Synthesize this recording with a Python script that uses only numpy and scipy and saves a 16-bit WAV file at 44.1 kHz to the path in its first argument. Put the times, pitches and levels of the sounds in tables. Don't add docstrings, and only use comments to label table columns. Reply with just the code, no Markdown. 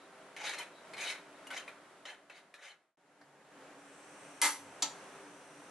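import sys
import numpy as np
from scipy import signal
from scipy.fft import rfft, irfft, next_fast_len
from scipy.io import wavfile
from scipy.ndimage import uniform_filter1d

SR = 44100
rng = np.random.default_rng(int(sys.argv[2]) if len(sys.argv) > 2 else 0)


def unload_audio(sound):
    columns = np.transpose(np.atleast_2d(sound))
    steps = np.round(np.clip(columns, -1, 1) * 32767)
    wavfile.write(sys.argv[1], SR, steps.astype(np.int16))


def natural_amplitude(level_db):
    exponent = np.asarray(level_db, float) / 20
    return 10 ** exponent


N = 251370
CUT_S = 2.972

# (f/Hz, width/Hz, level/dB)
BOWL_MODES = [(578, 26, 4), (890, 270, -7.5), (1312, 15, -14), (1510, 46, 0), (1750, 35, -2),
              (1950, 43, -7), (2114, 51, -10), (2266, 53, -2.5), (2462, 64, -6.5), (2654, 77, -6),
              (3090, 80, -1), (3510, 56, -14), (3864, 92, -4), (4154, 150, -0.5), (4600, 80, -10),
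              (5040, 56, -17), (4900, 190, -12), (5620, 230, -12), (6370, 560, -10), (7170, 240, -23)]
# (t/s, pressure level/dB, contact spot f/Hz, sharpness/dB)
SPOON_LANDINGS = [
    (0.365, -49.5, 2120, -1.5),
    (0.58, -60, 2290, -1),
    (0.934, -50.5, 2700, -2),
    (0.966, -52, 1970, -5),
    (1.468, -61, 2600, 2),
    (1.504, -45.5, 1550, -8),
    (1.677, -44, 1970, -16),
    (2.054, -50, 1850, 1.5),
    (2.298, -43.5, 1980, -12.5),
    (2.54, -42.5, 1900, -1),
]
# (full pressure t/s, hold/s, pressure level/dB, contact spot f/Hz, sharpness/dB)
SPOON_SKIDS = [(0.4, 0.017, -53, 2170, -5), (0.461, 0.035, -43.5, 2330, -1.5),
               (0.529, 0.017, -47, 1880, -3.5), (0.591, 0.025, -48, 2320, -3),
               (1.006, 0.045, -46.5, 2480, 0.5), (1.08, 0.031, -45.5, 2320, 1),
               (1.155, .005, -51.5, 2350, -13), (1.543, 0.005, -45.5, 1660, -14),
               (1.574, 0.0056, -51, 2090, 4), (1.594, 0.011, -53, 1570, -19),
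               (2.088, 0.019, -44, 1780, -8.5), (2.363, 0.018, -51.5, 2030, -3.5),
               (2.642, 0.023, -41, 1950, -5), (2.693, 0.0068, -44.5, 2140, -1),
               (2.711, 0.0054, -46, 2200, -15)]


def unit(x):
    return x / np.sqrt(np.mean(x ** 2))


def colour(x, shape):
    size = next_fast_len(x.shape[-1])
    hz, db = np.transpose(shape)
    f = np.maximum(np.fft.rfftfreq(size, 1 / SR), 1)
    gain = natural_amplitude(np.interp(np.log(f), np.log(hz), db))
    return irfft(rfft(x, size) * gain, size)[..., :x.shape[-1]]


def band(x, lo_hz, hi_hz):
    edges = [lo_hz, min(hi_hz, SR / 2.1)]
    return signal.sosfilt(signal.butter(2, edges, "band", fs=SR, output="sos"), x)


def ring(x, hz, width):
    r = np.exp(-np.pi * width / SR)
    w = 2 * np.pi * hz / SR
    return signal.lfilter([np.sin(w)], [1, -2 * r * np.cos(w), r * r], x)


def walk(rate):
    k = int(SR / rate)
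    steps = np.repeat(rng.standard_normal(N // k + 1), k)
    return unit(uniform_filter1d(uniform_filter1d(steps, k), k)[:N])


def slips(rate, spread_db, size):
    when, sign, strength = rng.random((3, size))
    clicks = (when < rate / SR) * np.sign(sign - 0.5)
    return unit(clicks * natural_amplitude(-spread_db * np.log(1 - 0.98 * strength)))


def even(x, span):
    return x / np.sqrt(uniform_filter1d(x ** 2, int(span * SR)))


def pair(shape, ports):
    mid, side = colour(rng.standard_normal((2, N)), shape)
    return np.array([mid, colour(side, ports)]) / np.std(band(mid, 96, 2000))


def hum():
    # (t/s, length/s, level/dB)
    spells = [
        (0.0, 0.061, -61.5),
        (0.246, 0.65, -68.5),
        (1.024, 0.84, -65),
        (2.003, 0.59, -66.5),
        (3.202, .07, -59),
        (3.493, 0.68, -60.5),
        (4.252, 0.44, -61.5),
        (4.797, 0.071, -71),
        (5.13, 0.24, -59.5),
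        (5.44, 0.18, -65),
    ]
    edge_s = 0.088
    t = np.arange(N) / SR
    tone = np.sin(2 * np.pi * np.cumsum(289 + 8.58 * walk(25)) / SR)
    level = 0
    for s, length, db in spells:
        inside = np.minimum(t - s, s + length - t)
        level = level + natural_amplitude(db) * np.clip(inside / edge_s + 0.5, 0, 1)
    return tone * natural_amplitude(1.2 * walk(20)) * level


def room_tone():
    # (f/Hz, level/dB)
    air_colours = [
        [(15, -74), (25, -55.5), (80, -29.5), (164, -7.5), (248, -9), (282, -5.5), (384, -4.5), (471, -7),
         (642, 0.5), (749, -7), (1390, -6), (5040, -24.5), (9360, -26.5), (11800, -33), (15300, -76),
         (22000, -120)],
        [(15, -69), (25, -54), (86, -32), (148, -10), (248, -12), (289, -2.5), (329, -11.5), (550, -6.5),
         (831, -9), (1580, -11), (1940, -14.5), (4910, -28.5), (7230, -27.5), (11800, -35.5), (15300, -69),
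         (22000, -120)],
    ]
    # (f/Hz, level/dB)
    far_ports = [(60, -16), (110, -28.5), (200, -19.5), (350, -17), (630, -14), (1140, -10.5), (2060, -7.5),
                 (3720, -4), (6710, 0), (12100, 3)]
    # (f/Hz, width/Hz, level over the room/dB)
    wall_modes = [(395, 8.2, -13.5), (510.5, 7.1, -15.5), (647, 18, -19), (765, 13, -16.5), (916, 29, -16)]
    first_db, second_db = -57, -56.5
    t = np.arange(N) / SR
    first, second = (pair(shape, far_ports) for shape in air_colours)
    standing = 0
    for hz, width, db in wall_modes:
        standing = standing + natural_amplitude(db + 1.8 * walk(5.03)) * unit(ring(rng.standard_normal(N), hz, width))
    first[0] += standing
    second[0] += standing
    out = np.where(t < CUT_S, first * natural_amplitude(first_db), second * natural_amplitude(second_db)) * natural_amplitude(1.42 * walk(5.91))
    out[0] += hum()
    return out


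def chirps():
    # (t/s, level/dB, f/Hz, length/s)
    calls = [
        (0.01, -68, 3920, 0.088),
        (0.776, -67, 3920, 0.085),
        (1.375, -73, 3750, .06),
    ]
    t = np.arange(N) / SR
    out = np.zeros(N)
    for s, db, hz, length in calls:
        swell = np.exp(-((t - s) / length * 2) ** 2)
        out += natural_amplitude(db) * unit(ring(rng.standard_normal(N), hz, 160)) * swell
    return out


def taps():
    # (t/s, peak level/dB, struck spot f/Hz, edge level/dB)
    hits = [(0.365, -39, 2100, -13), (0.5862, -33.5, 4150, -5), (0.9355, -38.5, 4240, -61),
            (0.9675, -51, 1530, -35), (1.0791, -28, 3750, -45), (1.4703, -36, 2880, -10.5),
            (1.5107, -28, 1510, -20), (1.545, -41, 1880, -18.5), (1.5754, -30, 3100, -22),
            (1.681, -29.5, 2415, -20), (2.056, -35, 1870, -21), (2.2988, -49, 2170, -4),
            (2.5422, -30.5, 1670, -21), (2.721, -29, 2190, -31), (0.414, -32, 865, -50),
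            (0.436, -29.5, 845, -50), (0.598, -31.5, 956, -50)]
    out, t = np.zeros(N), np.arange(SR // 8) / SR
    for s, db, hz, edge_db in hits:
        crack = rng.standard_normal(len(t)) * np.exp(-t / 0.0075)
        near = 0
        for f, w, g in BOWL_MODES:
            near = near + ring(crack, f, 2.5 * w) * natural_amplitude(g) / (1 + ((f - hz) / 900) ** 2)
        knock = 1.24 * np.sin(2 * np.pi * hz * t) * np.exp(-t / 0.012)
        body = band(near / np.abs(near).max() + knock, 640, 13000)
        edge = natural_amplitude(edge_db + 12) * band(crack, 3300, 14000)
        k = int(s * SR)
        out[k:k + len(t)] += natural_amplitude(db - 12) * (body + edge + 0.1 * band(crack, 500, 3700))
    return out


def pressure(level_db, share, slope):
    swell_db_s, lift_db_s, jolt_db_s = 170, 234, 329
    t, power = np.arange(int(CUT_S * SR)) / SR, 0
    for s, db, hz, sharp_db in SPOON_LANDINGS:
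        power += (t > s) * natural_amplitude(db + share * sharp_db - slope * jolt_db_s * np.abs(t - s)) ** 2
    for s, hold, db, hz, sharp_db in SPOON_SKIDS:
        landed = max(row[0] for row in SPOON_LANDINGS if row[0] < s)
        loss_db = swell_db_s * np.maximum(s - t, 0) + lift_db_s * np.maximum(t - s - hold, 0)
        power += (t > landed) * natural_amplitude(db + share * sharp_db - slope * loss_db) ** 2
    return np.pad(natural_amplitude(level_db) * np.sqrt(power), (0, N - len(t)))


def strokes():
    # (f/Hz, level/dB)
    grit = [(240, -43), (400, -10), (1060, -14), (2190, -0.5), (3860, -6.5), (4500, -13.5), (10200, -14.5),
            (11800, -23.5), (15300, -50), (22000, -120)]
    # (level/dB, share of sharpness, slope factor)
    answers = [
        (-2, 0.028, 1.14),
        (-9.5, -0.051, 0.66),
        (-2.6, 1.09, 1.75),
        (-5.5, 0.94, 1.63),
    ]
    drive = slips(rate=7500, spread_db=2.5, size=N) * natural_amplitude(1.6 * walk(90))
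    path = np.array(sorted([(row[0], row[-2]) for row in SPOON_LANDINGS + SPOON_SKIDS]))
    spot = np.interp(np.arange(N) / SR, path[:, 0], path[:, 1])
    modes = 0
    for hz, width, db in BOWL_MODES:
        boost_db = 12.3 / (1 + (np.log(hz / spot) / 0.12) ** 2)
        gain = natural_amplitude(db + 5.7 * walk(44.97) + boost_db)
        modes = modes + gain * unit(ring(drive, hz, 1.28 * width)) * np.sqrt(width)
    sound = unit(modes) + natural_amplitude(-3.5) * unit(colour(drive, grit))
    low = []
    for hz in (450, 1200, 2700, 5000):
        low.append(signal.sosfiltfilt(signal.butter(2, hz, fs=SR, output="sos"), sound))
    wall, belly, rim, top = low[2] - low[1], low[1] - low[0], low[3] - low[2], sound - low[3]
    parts = wall, belly, rim, top
    return sum(even(part, span=0.042) * pressure(*answer) for part, answer in zip(parts, answers))


def knocks():
    # (t/s, level/dB, f/Hz, decay rate per s, swell/s)
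    thuds = [
        (3.212, -60, 143.2, 8, 0.018),
        (4.559, -62, 102.7, 6.9, 0.073),
    ]
    t = np.arange(N) / SR
    out = np.zeros(N)
    for s, db, hz, decay, swell in thuds:
        age = np.maximum(t - s, 0)
        envelope = (1 - np.exp(-age / swell)) * np.exp(-age * decay)
        out += natural_amplitude(db) * np.sin(2 * np.pi * hz * age) * envelope
    return out


def valve_tick():
    # (f/Hz, width/Hz, level/dB)
    valve_modes = [(290, 120, -7), (900, 440, -6), (1600, 380, 1.5), (4700, 1100, -6.5), (10400, 2000, -15)]
    start_s, level_db, t60_s = 3.2125, -49, 0.096
    age = np.arange(N) / SR - start_s
    jolt = rng.standard_normal(N) * (age > 0) * np.exp(-np.abs(age) * np.log(1000) / t60_s)
    tick = sum(natural_amplitude(db) * unit(ring(jolt, hz, width)) for hz, width, db in valve_modes)
    tick = band(tick, 160, 12000)
    return natural_amplitude(level_db) * tick / np.abs(tick).max() * 3


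def curve(rows):
    s, db = np.transpose(rows)
    return natural_amplitude(np.interp(np.arange(N) / SR, s, db, left=-200))


def gas():
    # (t/s, level/dB)
    flow = [
        (3.7, -88),
        (3.82, -70),
        (4.1, -67),
        (4.4, -67),
        (5.0, -71),
        (5.7, -72),
    ]
    # (f/Hz, width/Hz, unlit level/dB, alight level/dB)
    burner = [(2640, 790, -1, -3.5), (5850, 300, -8, -4), (6130, 520, -5, -2.5), (7770, 550, -4.5, -11),
              (8390, 590, -2, -0.5), (8860, 560, -3.5, -2.5), (9270, 580, -11, -2.5),
              (10830, 500, -14, -13)]
    lights_s = 4.83
    noise = rng.standard_normal((2, N))
    lit = np.arange(N) / SR > lights_s
    hiss = 0
    for hz, width, cold, hot in burner:
        gain = natural_amplitude(np.where(lit, hot, cold) + 1.1 * walk(7.7))
        hiss = hiss + gain * unit(ring(ring(noise, hz, width), hz, width))
    mid, side = hiss
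    return np.array([mid, natural_amplitude(-4.5) * side]) * curve(flow)


def snaps():
    # (t/s, level/dB, rattle length/s, time for the treble to fall 60 dB/s)
    clicks = [
        (4.4155, -30.5, 0.046, 0.26),
        (4.8225, -31.5, 0.0056, 0.096),
    ]
    # (time to fall 60 dB/s, swell/s, level/dB)
    bodies = [
        (0.26, 0.006, -3),
        (.22, 0.0038, -6),
    ]
    # (f/Hz, level/dB)
    rattle_colours = [
        [(120, -57), (200, -20), (291, -19), (683, -27), (867, 0), (1120, -8), (2110, -7), (2770, -9.5),
         (5960, -11.5), (11800, -10), (15300, -44), (22000, -120)],
        [(120, -42), (200, -3), (424, -25), (913, -1), (1500, -20), (2110, -9.5), (4700, -3.5), (5110, -11),
         (6070, -6.5), (11800, -23), (15300, -58), (22000, -120)],
    ]
    metal_hz = [295, 587, 880, 965, 1040, 1222, 1265, 1317, 1705, 2073, 2160, 2279, 2441, 2612, 2923, 3173,
                3350, 3731, 3950, 4430, 4699, 5240, 5879, 6014, 6857, 7000, 7500, 8867, 10933, 11051]
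    metal_db = [
        [-6.5, -9.5, 0.12, -0.36, -2, -17, -4, -3, -14, 1.5, -8, -6, -10, -22, -12, -17, -5.5, -30, -26, -4, -9,
         -25, -15, -0.5, -17, -18, -4, -25, -4, -2],
        [-2.5, -8, -1.4, -0.5, -15, -14, -13, -5.5, -25, -25, -14, -20, -23, -24, -7, -24, -10, -15, -7, -19,
         -12, -20, -17, -1, -5, -3, -4, -29, -19, -18],
    ]
    out, t = np.zeros(N), np.arange(SR // 2) / SR
    for click, dull_body, shape, wake in zip(clicks, bodies, rattle_colours, metal_db):
        s, db, hold, bright = click
        dull, swell, dull_db = dull_body
        drive = slips(rate=9000, spread_db=-1.0, size=len(t))
        after = np.maximum(t - hold, 0) * np.log(1000)
        metal = 0
        for hz, g in zip(metal_hz, wake):
            song = np.sin(2 * np.pi * (hz * t + rng.random()))
            metal = metal + natural_amplitude(g) * (song + 0.57 * unit(ring(drive, hz, 0.024 * hz)))
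        rattle = unit(colour(drive, shape)) + natural_amplitude(-1.0) * unit(metal)
        low, middle, high = band(rattle, 220, 1500), band(rattle, 1500, 6500), band(rattle, 6500, 13000)
        settle = 0.59 + 0.13 * np.exp(-after / 0.049)
        crack = 1 + 1.2 * np.exp(-t / 0.0072)
        high = high * np.exp(-after / bright) * crack * settle
        middle = middle * np.exp(-after / np.sqrt(bright * dull)) * settle
        low = low * np.exp(-after / dull) * (1 - np.exp(-t / swell))
        k = int(s * SR)
        out[k:k + len(t)] += natural_amplitude(db + 0.5) * (high - middle + natural_amplitude(dull_db) * low)
    return out


def fade():
    fade_out_s, silent_s, fade_in_s = 1.38, 2.966, 1.19
    start = natural_amplitude(-20)
    t = np.arange(N) / SR
    falling = np.clip((silent_s - t) / fade_out_s_to_end(silent_s, fade_out_s), 0, 1) ** 1.04
    rising = np.minimum(start + (1 - start) * (np.abs(t - CUT_S) / fade_in_s) ** 0.83, 1)
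    return np.where(t < CUT_S, falling, rising)


def fade_out_s_to_end(silent_s, fade_out_s):
    return silent_s - fade_out_s


def scene():
    # (f/Hz, level/dB)
    near_ports = [(60, -14), (110, -18), (200, -29), (350, -18), (630, -16), (1140, -14.5), (2060, -10.5),
                  (3720, -6), (6710, -3), (12100, 1.5)]
    room_t60_s, room_gain = 0.29, natural_amplitude(-9.5)
    near = band(taps() + strokes() + snaps(), 273, 24000) + chirps() + knocks() + valve_tick()
    t = np.arange(SR // 2) / SR
    tails = rng.standard_normal((2, len(t))) * np.exp(-t * np.log(1000) / room_t60_s) * (t > 0.003)
    walls = signal.fftconvolve(near, tails[0] / np.linalg.norm(tails[0]))[:N]
    scatter = rng.standard_normal(len(t)) * np.exp(-t / 0.011) * 0.056
    spread = tails[1] / np.linalg.norm(tails[1]) * room_gain + scatter
    side = colour(signal.fftconvolve(near, spread)[:N], near_ports)
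    mid, side = np.array([near + room_gain * walls, side]) + room_tone() + gas()
    return np.array([mid + side, mid - side]) * fade()


def roll_off(x):
    return signal.sosfilt(signal.butter(12, 12700, fs=SR, output="sos"), x)


def record(dry):
    mix = signal.sosfilt(signal.ellip(12, 0.3, 55, 11640, fs=SR, output="sos"), dry)
    return roll_off(mix)


dry = scene()
out = record(dry)
unload_audio(out)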